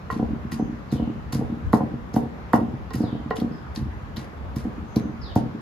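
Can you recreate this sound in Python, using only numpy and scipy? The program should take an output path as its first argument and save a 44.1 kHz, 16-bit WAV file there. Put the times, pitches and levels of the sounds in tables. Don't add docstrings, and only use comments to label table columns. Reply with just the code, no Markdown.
import sys
import numpy as np
from scipy import signal
from scipy.fft import rfft, irfft, next_fast_len
from scipy.io import wavfile
from scipy.ndimage import uniform_filter1d

SR = 44100
rng = np.random.default_rng(int(sys.argv[2]) if len(sys.argv) > 2 else 0)


def bounce(signal):
    frames = np.transpose(np.atleast_2d(signal))
    limited = np.clip(frames, -1, 1)
    pcm = np.round(limited * 32767).astype(np.int16)
    wavfile.write(sys.argv[1], SR, pcm)


N = 247401


def amp(db):
    return 10 ** (np.asarray(db) / 20)


def unit_rms(x):
    return x / np.sqrt(np.mean(x ** 2) + 1e-20)


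def curve_at(points, hz):
    point_hz, value = np.transpose(points)
    return np.interp(np.log(hz + 1), np.log(point_hz + 1), value)


def add(mix, start_s, sound):
    part = mix[max(round(start_s * SR), 0):][:len(sound)]
    part += sound[:len(part)]


def colour(x, spectrum_db):
    size = next_fast_len(len(x))
    gain = amp(curve_at(spectrum_db, np.fft.rfftfreq(size, 1 / SR)))
    return irfft(rfft(x, size) * gain, size)[:len(x)]


def fuzzy_tone(hz, width_hz):
    pole = [1, -np.exp(-np.pi * width_hz / SR)]
    real, imag = rng.standard_normal((len(hz), 2)).T
    flutter = signal.lfilter([1], np.convolve(pole, pole), real + 1j * imag)
    return unit_rms((np.exp(2j * np.pi * np.cumsum(hz) / SR) * flutter).real)


def ring(modes, rise_s, detune, phase=0., extra_db=0., t60_scale=1., lag_s_per_oct=0.):
    hz, db, t60_s = np.transpose(modes)[:, :, None]
    t = np.arange(SR // 6) / SR - rise_s - lag_s_per_oct * np.log2(hz.max() / hz)
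    hz = hz * (1 + detune[:len(modes), None])
    level = amp(db + extra_db - 60 * np.maximum(t, 0) / (t60_scale * t60_s))
    swell = np.sin(np.pi / 2 * np.clip(1 + t / rise_s, 0, 1)) ** 2
    return (swell * level * np.cos(2 * np.pi * hz * t + phase)).sum(0) / amp(db).sum()


# frequency in Hz, relative density in dB.
HUM_SPECTRUM = [(65, -19), (110, -0.5), (181, 1.5), (332, -9), (700, -11), (1110, -11.5), (1900, -20),
                (2400, -25.5), (5200, -38), (5700, -40), (6800, -42), (7500, -47), (9500, -52),
                (11500, -45), (13300, -54), (14500, -90), (16000, -100)]
# frequency in Hz, coherence from 0 to 1.
HUM_COHERENCE = [(100, 1), (300, 0.83), (1000, 0.12), (4000, 0.074)]
# frequency in Hz, lead of the left in radians.
HUM_LEAD = [(100, 0.1), (700, 1.12), (1900, 3.1), (4000, 4.24)]

def village_hum(level_db=-39, patch_db=1.2):
    frames, hz = N // 512 + 5, np.fft.rfftfreq(2048, 1 / SR)
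    left_re, left_im, own_re, own_im, patches = rng.standard_normal((frames, 1025, 5)).T
    patches = unit_rms(uniform_filter1d(uniform_filter1d(patches, 20, 0), 8, 1))
    coherence = np.clip(curve_at(HUM_COHERENCE, hz), -1, 1)[:, None]
    left = left_re + 1j * left_im
    right = coherence * left + np.sqrt(1 - coherence ** 2) * (own_re + 1j * own_im)
    right *= np.exp(-1j * curve_at(HUM_LEAD, hz))[:, None]
    gain = amp(curve_at(HUM_SPECTRUM, hz)[:, None] + patch_db * patches)
    _, hum = signal.istft(np.array([left * amp(1.), right]) * gain, nperseg=2048, noverlap=1536)
    return amp(level_db) * unit_rms(hum[:, :N])


# frequency in Hz, relative density in dB.
WIND_SPECTRUM = [(20, -0.5), (45, 6.5), (65, 14), (90, 11), (120, -7), (200, -51), (400, -76.5)]
# time in seconds, level in dB.
WIND_GUSTS = [(0.0, -47), (0.19, -37), (0.87, -45.5), (0.95, -37), (1.16, -43.5), (1.44, -35), (1.56, -50),
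              (1.67, -26), (1.75, -42), (3.53, -44), (3.98, -37), (4.06, -42.5), (5.47, -39.5), (5.61, -55)]

def wind(lump_db=3, lump_s=0.028):
    *noises, lumps = rng.standard_normal((N, 4)).T
    both, left, right = (unit_rms(colour(noise, WIND_SPECTRUM)) for noise in noises)
    span = round(lump_s * SR)
    lumps = unit_rms(uniform_filter1d(uniform_filter1d(lumps, span), span))
    gust_db = np.interp(np.arange(N) / SR, *np.transpose(WIND_GUSTS))
    return amp(gust_db + lump_db * lumps) * (both + 1.06 * np.array([left, right]))


# frequency in Hz, relative density in dB.
PULP_SPECTRUM = [(1000, -18.5), (1900, -9), (2400, -8), (3200, -10), (4600, -4.5), (5600, -3.5), (6700, -5),
                 (7500, -10.5), (9400, 0.5), (11800, -7.5), (13700, -15), (15200, -34), (16000, -44.5)]
# start in seconds, level in dB, time to half level in seconds, tilt in dB/octave.
PULP_SPRAYS = [(0.1, -36, 0.063, -5.5), (0.514, -28, 0.031, -2), (0.914, -34.5, 0.044, -3),
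               (1.32, -27.5, 0.041, -1.5), (1.724, -31, 0.038, -0.5), (2.131, -38.5, 0.039, -5),
               (2.155, -33, 0.029, 2.5), (2.5285, -31.5, 0.037, -0.5), (2.932, -30.5, 0.017, -3.5),
               (2.948, -38.5, 0.066, -1.5), (3.354, -33.5, 0.048, -4.5), (3.746, -35, 0.039, -2.5),
               (4.166, -35, 0.05, -5.5), (4.556, -37.5, 0.058, -3), (4.955, -36.5, 0.038, -4),
               (5.3514, -33.5, 0.031, -2.5)]

def pulp_spray(rise_s=0.0056):
    out, t = np.zeros(N), np.arange(SR // 4) / SR
    for start_s, db, half_s, tilt_db in PULP_SPRAYS:
        bursts = amp(4 * np.minimum(rng.exponential(1, len(t)), 5.5)) * rng.standard_normal(len(t))
        clumps = amp(3 * unit_rms(uniform_filter1d(rng.standard_normal(len(t)), 90)))
        spectrum = [(hz, level + tilt_db * np.log2(hz / 6000)) for hz, level in PULP_SPECTRUM]
        grains = colour(bursts * clumps, spectrum)
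        grains /= 4 * grains.std()
        envelope = np.minimum(t / rise_s, 1) / (1 + (t / half_s) ** 2.74)
        add(out, start_s, amp(db) * grains * envelope)
    return out


# time in seconds, level in dB, pitch in Hz, fizz in dB relative to the crack.
SKIN_CRACKS = [(0.5203, -34, 4160, -17), (0.9207, -44, 4360, -13), (1.326, -49, 2920, 7),
               (1.3281, -31, 4590, -16), (1.7305, -37, 3650, -2), (2.14, -37, 5760, -13),
               (2.16, -41.5, 3120, -2), (2.532, -38, 3540, -1), (2.557, -41, 4720, -3),
               (2.906, -41, 3940, -20), (2.942, -49, 3920, -16), (2.9534, -39, 4920, -1),
               (3.3056, -36, 3510, -20), (3.368, -35, 3660, -18), (3.4006, -34.5, 3650, -14),
               (3.76, -29, 4310, -30), (4.163, -38, 3690, -10), (4.168, -29, 4060, -23),
               (4.561, -39, 4810, -5), (4.9604, -30, 4820, -8), (5.355, -39, 5200, -2)]

def skin_cracks(crack_s=0.0058, samples=800):
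    out = np.zeros(N)
    age = 3 * np.arange(samples) / SR / crack_s
    envelope = age * np.exp(1 - age)
    for time_s, db, hz, fizz_db in SKIN_CRACKS:
        crack = fuzzy_tone(np.full(samples, hz), width_hz=0.49 * hz)
        fizz = amp(fizz_db) * fuzzy_tone(np.full(samples, 12000), width_hz=3000)
        add(out, time_s - .001, amp(db) / 2 * (crack + fizz) * envelope)
    return out


# frequency in Hz, relative level in dB, t60 in seconds.
PESTLE_MODES = [(450.7, 0.5, 0.26), (755, 2, 0.057), (1048, 3, 0.084), (1400, -4, 0.075), (1900, -5, 0.084),
                (1930, -24, .09), (2940, -30.5, 0.23), (2740, -28.5, 0.24), (3920, -62, 0.036),
                (4360, -56, 0.087)]
# start in seconds, level in dB, tilt in dB/octave,
# gain of the low modes in dB, factor on t60.
PESTLE_KNOCKS = [(0.1009, -8, -0.5, -10, 0.52), (0.1526, -32, -1, 1, 0.8), (0.5184, -29.5, 14, 7, 0.44),
                 (0.9214, -33.5, 1, 3, 0.7), (1.3267, -22, -1.5, -7, 0.54), (1.731, -2, -8, -15, 0.25),
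                 (2.1614, -19, -4, 3, 0.4), (2.5333, 1.5, -3.5, -13.5, 0.23), (2.5514, -36, 17, -8, 0.57),
                 (2.9068, -23, -1.5, -3.5, 0.85), (2.9376, -37, 18, -4.5, 0.87), (3.3082, -9, 1.5, 1, 0.51),
                 (3.7609, -35, 4, 4, 0.8), (4.167, -35, 10.5, 4, 0.87), (4.563, -35, -1, 3, 0.92),
                 (4.9583, -35, -11, 4, 0.69), (5.356, -43, -3, -1, 0.66)]

def pestle():
    out, hz = np.zeros(N), np.transpose(PESTLE_MODES)[0][:, None]
    for start_s, db, tilt_db, low_db, t60_scale in PESTLE_KNOCKS:
        jitter = rng.standard_normal(20)
        balance_db = tilt_db * np.log2(hz / 1000) + low_db * (hz < 900)
        knock = ring(PESTLE_MODES, rise_s=0.001726, detune=0.0078 * jitter,
                     phase=1.05 * jitter[10:, None], extra_db=balance_db, t60_scale=t60_scale)
        add(out, start_s, amp(db) * knock)
    return out


# frequency in Hz, relative level in dB, t60 in seconds.
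THUD_MODES = [(225.1, 6, 0.11), (299, 3, 0.072), (187, -7, 0.031), (401.8, -17.5, 0.39)]
PUSH_MODES = [(127, 10, 0.14), (84, -15.5, 0.26)]
EDGE_MODES = [(460, -10, 0.09), (483, 16.5, 0.034), (572, -5.5, 0.45), (726, 3, 0.14), (749.5, 12, 0.037),
              (956, 6, 0.13), (1234, -16.5, 0.18), (1402, -2.5, 0.039), (1977, -17, .012)]
# peak time in seconds, thud level in dB, edge and push in dB relative to the thud.
MORTAR_BUMPS = [(0.131, -24, -12, -3), (0.167, -17, -30, -17), (0.2, -13, -5.5, -19),
                (0.231, -13.5, -3, -15), (0.309, -18.5, -27, -14), (0.336, -16.5, -34, -13),
                (0.453, -22.5, -32, -7), (0.528, -21.5, -23, -8), (0.54, -22.5, -30, -3),
                (0.567, -26, -28, -18), (0.6, -13.5, -4, -25), (0.627, -14.5, -29, -13.5),
                (0.681, -26, -31, -10), (0.698, -22, -29, -20), (0.731, -22.5, -40, -5.5),
                (0.929, -12.5, -13.5, -8.5), (0.943, -23, -12, 2.5), (0.962, -16, -16, -28),
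                (1.001, -18, -3.5, -7), (1.027, -15.5, -13, -22), (1.078, -20.5, -13, -24),
                (1.102, -18.5, -17, -12), (1.335, -21.5, -10, -1), (1.356, -17.5, -10, -2),
                (1.396, -15.5, -15, -8), (1.416, -24.5, 4, -19), (1.425, -18.5, -3, -11),
                (1.502, -19.5, -30, -13), (1.528, -18, -22, -12.5), (1.74, -3.5, 1, -16.5),
                (1.773, -17, -25, -25), (1.811, -14.5, 2.5, -9), (1.838, -17, -39, -4.5),
                (1.92, -24, -14, -21), (1.942, -20, -13, -6), (2.146, -19.5, -7, -6),
                (2.169, -7.5, -1, -14.5), (2.207, -24, -13, -20), (2.237, -23.5, -2, -3),
                (2.542, -4.5, 3.5, -17.5), (2.592, -18, -15, -8.5), (2.617, -14, -27, -27),
                (2.635, -16.5, -21, -21), (2.687, -21, -20, -12), (2.741, -24.5, -31, 1.5),
                (2.949, -17.5, -31, -17), (2.961, -23, -10, 3), (3.008, -10.5, -13, -34),
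                (3.041, -12, -9, -8), (3.13, -18, -16, -6.5), (3.154, -18, -10, -12),
                (3.263, -21.5, -26, -9), (3.312, -23.5, 3.5, -14), (3.389, -20.5, -12, -32),
                (3.423, -13, -8, -14.5), (3.448, -13, -24, -17), (3.515, -21, -15, -16),
                (3.778, -20.5, -27, -18), (3.797, -23.5, -28, -4), (3.815, -26, -19, 2),
                (3.827, -24, -28, 4), (4.172, -28, -21, -23), (4.181, -26.5, -28, -1.5),
                (4.569, -20, -18, -0.5), (4.656, -17.5, -10, -36), (4.672, -18, -28, -33),
                (4.783, -23, -29, -21), (4.969, -7.5, -12, -11.5), (5.042, -22.5, -14, -25),
                (5.057, -16.5, -33, -12), (5.097, -23.5, -20, -5.5), (5.365, -8.5, 2, -5.5),
                (5.385, -13, -28, -10), (5.438, -19, -33, -4), (5.463, -23, -10, -5),
                (5.552, -22, -18, -14)]

def mortar(thud_rise_s=0.0092, settle_push_db=-7.5):
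    thuds, edges = np.zeros(N), np.zeros(N)
    edge_octaves = np.log2(np.transpose(EDGE_MODES)[0][:, None] / 700)
    settling = [(peak_s + rng.normal(.04, .015), db / 2 + rng.normal(-20.5, 2.5), None, settle_push_db)
                for peak_s, db, _, _ in MORTAR_BUMPS]
    for peak_s, db, edge_db, push_db in MORTAR_BUMPS + settling:
        jitter = rng.standard_normal(30)
        thud = ring(THUD_MODES, thud_rise_s, detune=0.018 * jitter, phase=np.pi / 2)
        push = ring(PUSH_MODES, rise_s=0.0082, detune=0.035 * jitter[4:], phase=np.pi / 2)
        add(thuds, peak_s - thud_rise_s, amp(db) * thud)
        add(thuds, peak_s - .008, amp(db + push_db) * push)
        if edge_db is None:
            continue
        softness = np.clip(-(db + edge_db + 5) / 25, 0, 1)
        rise_s, tilt_db = 0.00097 + 0.0042 * softness, 2.5 - 9.9 * softness
        t60_scale = .45 + .7 * softness
        edge = ring(EDGE_MODES, rise_s, detune=0.027 * jitter[8:], phase=0.18 * jitter[20:29, None],
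                    extra_db=tilt_db * edge_octaves, t60_scale=t60_scale, lag_s_per_oct=0.002066)
        add(edges, peak_s - .0068 - rise_s, amp(db + edge_db) * edge)
    return thuds, edges


# start in seconds, length in seconds, pitch in Hz, width in Hz, level in dB.
THIN_WHISTLES = [(.55, 0.078, 6220, 500, -58.5), (3.49, 0.09, 5000, 600, -58), (4.801, 0.3, 6260, 600, -62)]

def whistles():
    out = np.zeros(N)
    for start_s, length_s, hz, width_hz, db in THIN_WHISTLES:
        samples = round(length_s * SR)
        add(out, start_s, amp(db) * fuzzy_tone(np.full(samples, hz), width_hz) * np.hanning(samples))
    return out


# start in seconds, length in seconds, first pitch in Hz,
# time constant of the fall in seconds, level in dB.
BIRD_CHIRPS = [(0.886, 0.19, 5000, .05, -52.5), (2.993, .155, 5520, 0.068, -50.5),
               (5.205, 0.125, 5740, .055, -46.5)]

def bird(rest_hz=2710, width_hz=300, fade_db=-4):
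    out = np.zeros(N)
    for start_s, length_s, top_hz, fall_s, db in BIRD_CHIRPS:
        t = np.arange(0, length_s, 1 / SR)
        hz = rest_hz + (top_hz - rest_hz) * np.exp(-t / fall_s)
        envelope = amp(db + fade_db * t / length_s) * signal.windows.tukey(len(t), .15)
        add(out, start_s, envelope * fuzzy_tone(hz, width_hz))
    return out


def down_lanes(x, direct_db=-7, t60_s=0.63):
    t = np.arange(SR // 2) / SR
    tail = rng.standard_normal((len(t), 2)).T * amp(-60 * t / t60_s)
    echoes = signal.fftconvolve(x[None], tail / np.linalg.norm(tail[0]), axes=1)[:, :N]
    return amp(direct_db) * x + echoes


# frequency in Hz, t60 in seconds.
YARD_T60 = [(100, 0.37), (300, 0.63), (1000, 0.26), (4000, 0.15), (12000, 0.054)]

def in_yard(x, left_db, wet_db):
    taps = np.zeros((2, SR // 2))
    slots = np.arange(200, SR // 2 - 20, 20)
    arrivals = slots + rng.integers(0, 20, (2, len(slots)))
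    np.put_along_axis(taps, arrivals, rng.choice([-1., 1.], arrivals.shape), 1)
    hz, t, bands = signal.stft(taps, SR, nperseg=256)
    _, tail = signal.istft(bands * amp(-60 * t / curve_at(YARD_T60, hz)[:, None]), SR, nperseg=256)
    echoes = signal.fftconvolve(x[None], tail / np.linalg.norm(tail[0]), axes=1)[:, :N]
    return x * amp([[left_db / 2], [-left_db / 2]]) + amp(wet_db) * echoes


def scene():
    thuds, edges = mortar()
    near = in_yard(thuds, left_db=-1.2, wet_db=-19) + in_yard(edges, left_db=.3, wet_db=-9)
    near += in_yard(pestle(), left_db=-3.5, wet_db=-8)
    near += in_yard(pulp_spray() + skin_cracks(), left_db=3.4, wet_db=-6)
    return near + down_lanes(bird() + whistles()) + village_hum() + wind()


# frequency in Hz, gain of the left into the right.
PORT_SHARE = [(6000, .01), (8500, .3), (9500, .6), (11000, .4), (12700, .85)]
# frequency in Hz, lag in radians.
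PORT_LAG = [(4500, 0), (5300, 2.), (6900, 5.7), (8500, 3.3), (9500, 3.1), (11200, 1.8), (12300, .9),
            (13500, 0)]

def record(dry, low_cut_hz=48, high_cut_hz=15800):
    size = next_fast_len(N + 4096)
    hz, (left, right) = np.fft.rfftfreq(size, 1 / SR), rfft(dry, size)
    share = np.clip(curve_at(PORT_SHARE, hz), 0, 1)
    right = (share * left + (1 - share ** 2) * right) * np.exp(-1j * curve_at(PORT_LAG, hz))
    highpass = signal.butter(4, low_cut_hz, "high", fs=SR, output="sos")
    lowpass = signal.firwin(511, high_cut_hz, window=("kaiser", 9), fs=SR)
    heard = signal.sosfilt(highpass, irfft([left, right], size)[:, :N])
    return signal.oaconvolve(heard, lowpass[None], "same")


dry = scene()
out = record(dry)
bounce(out)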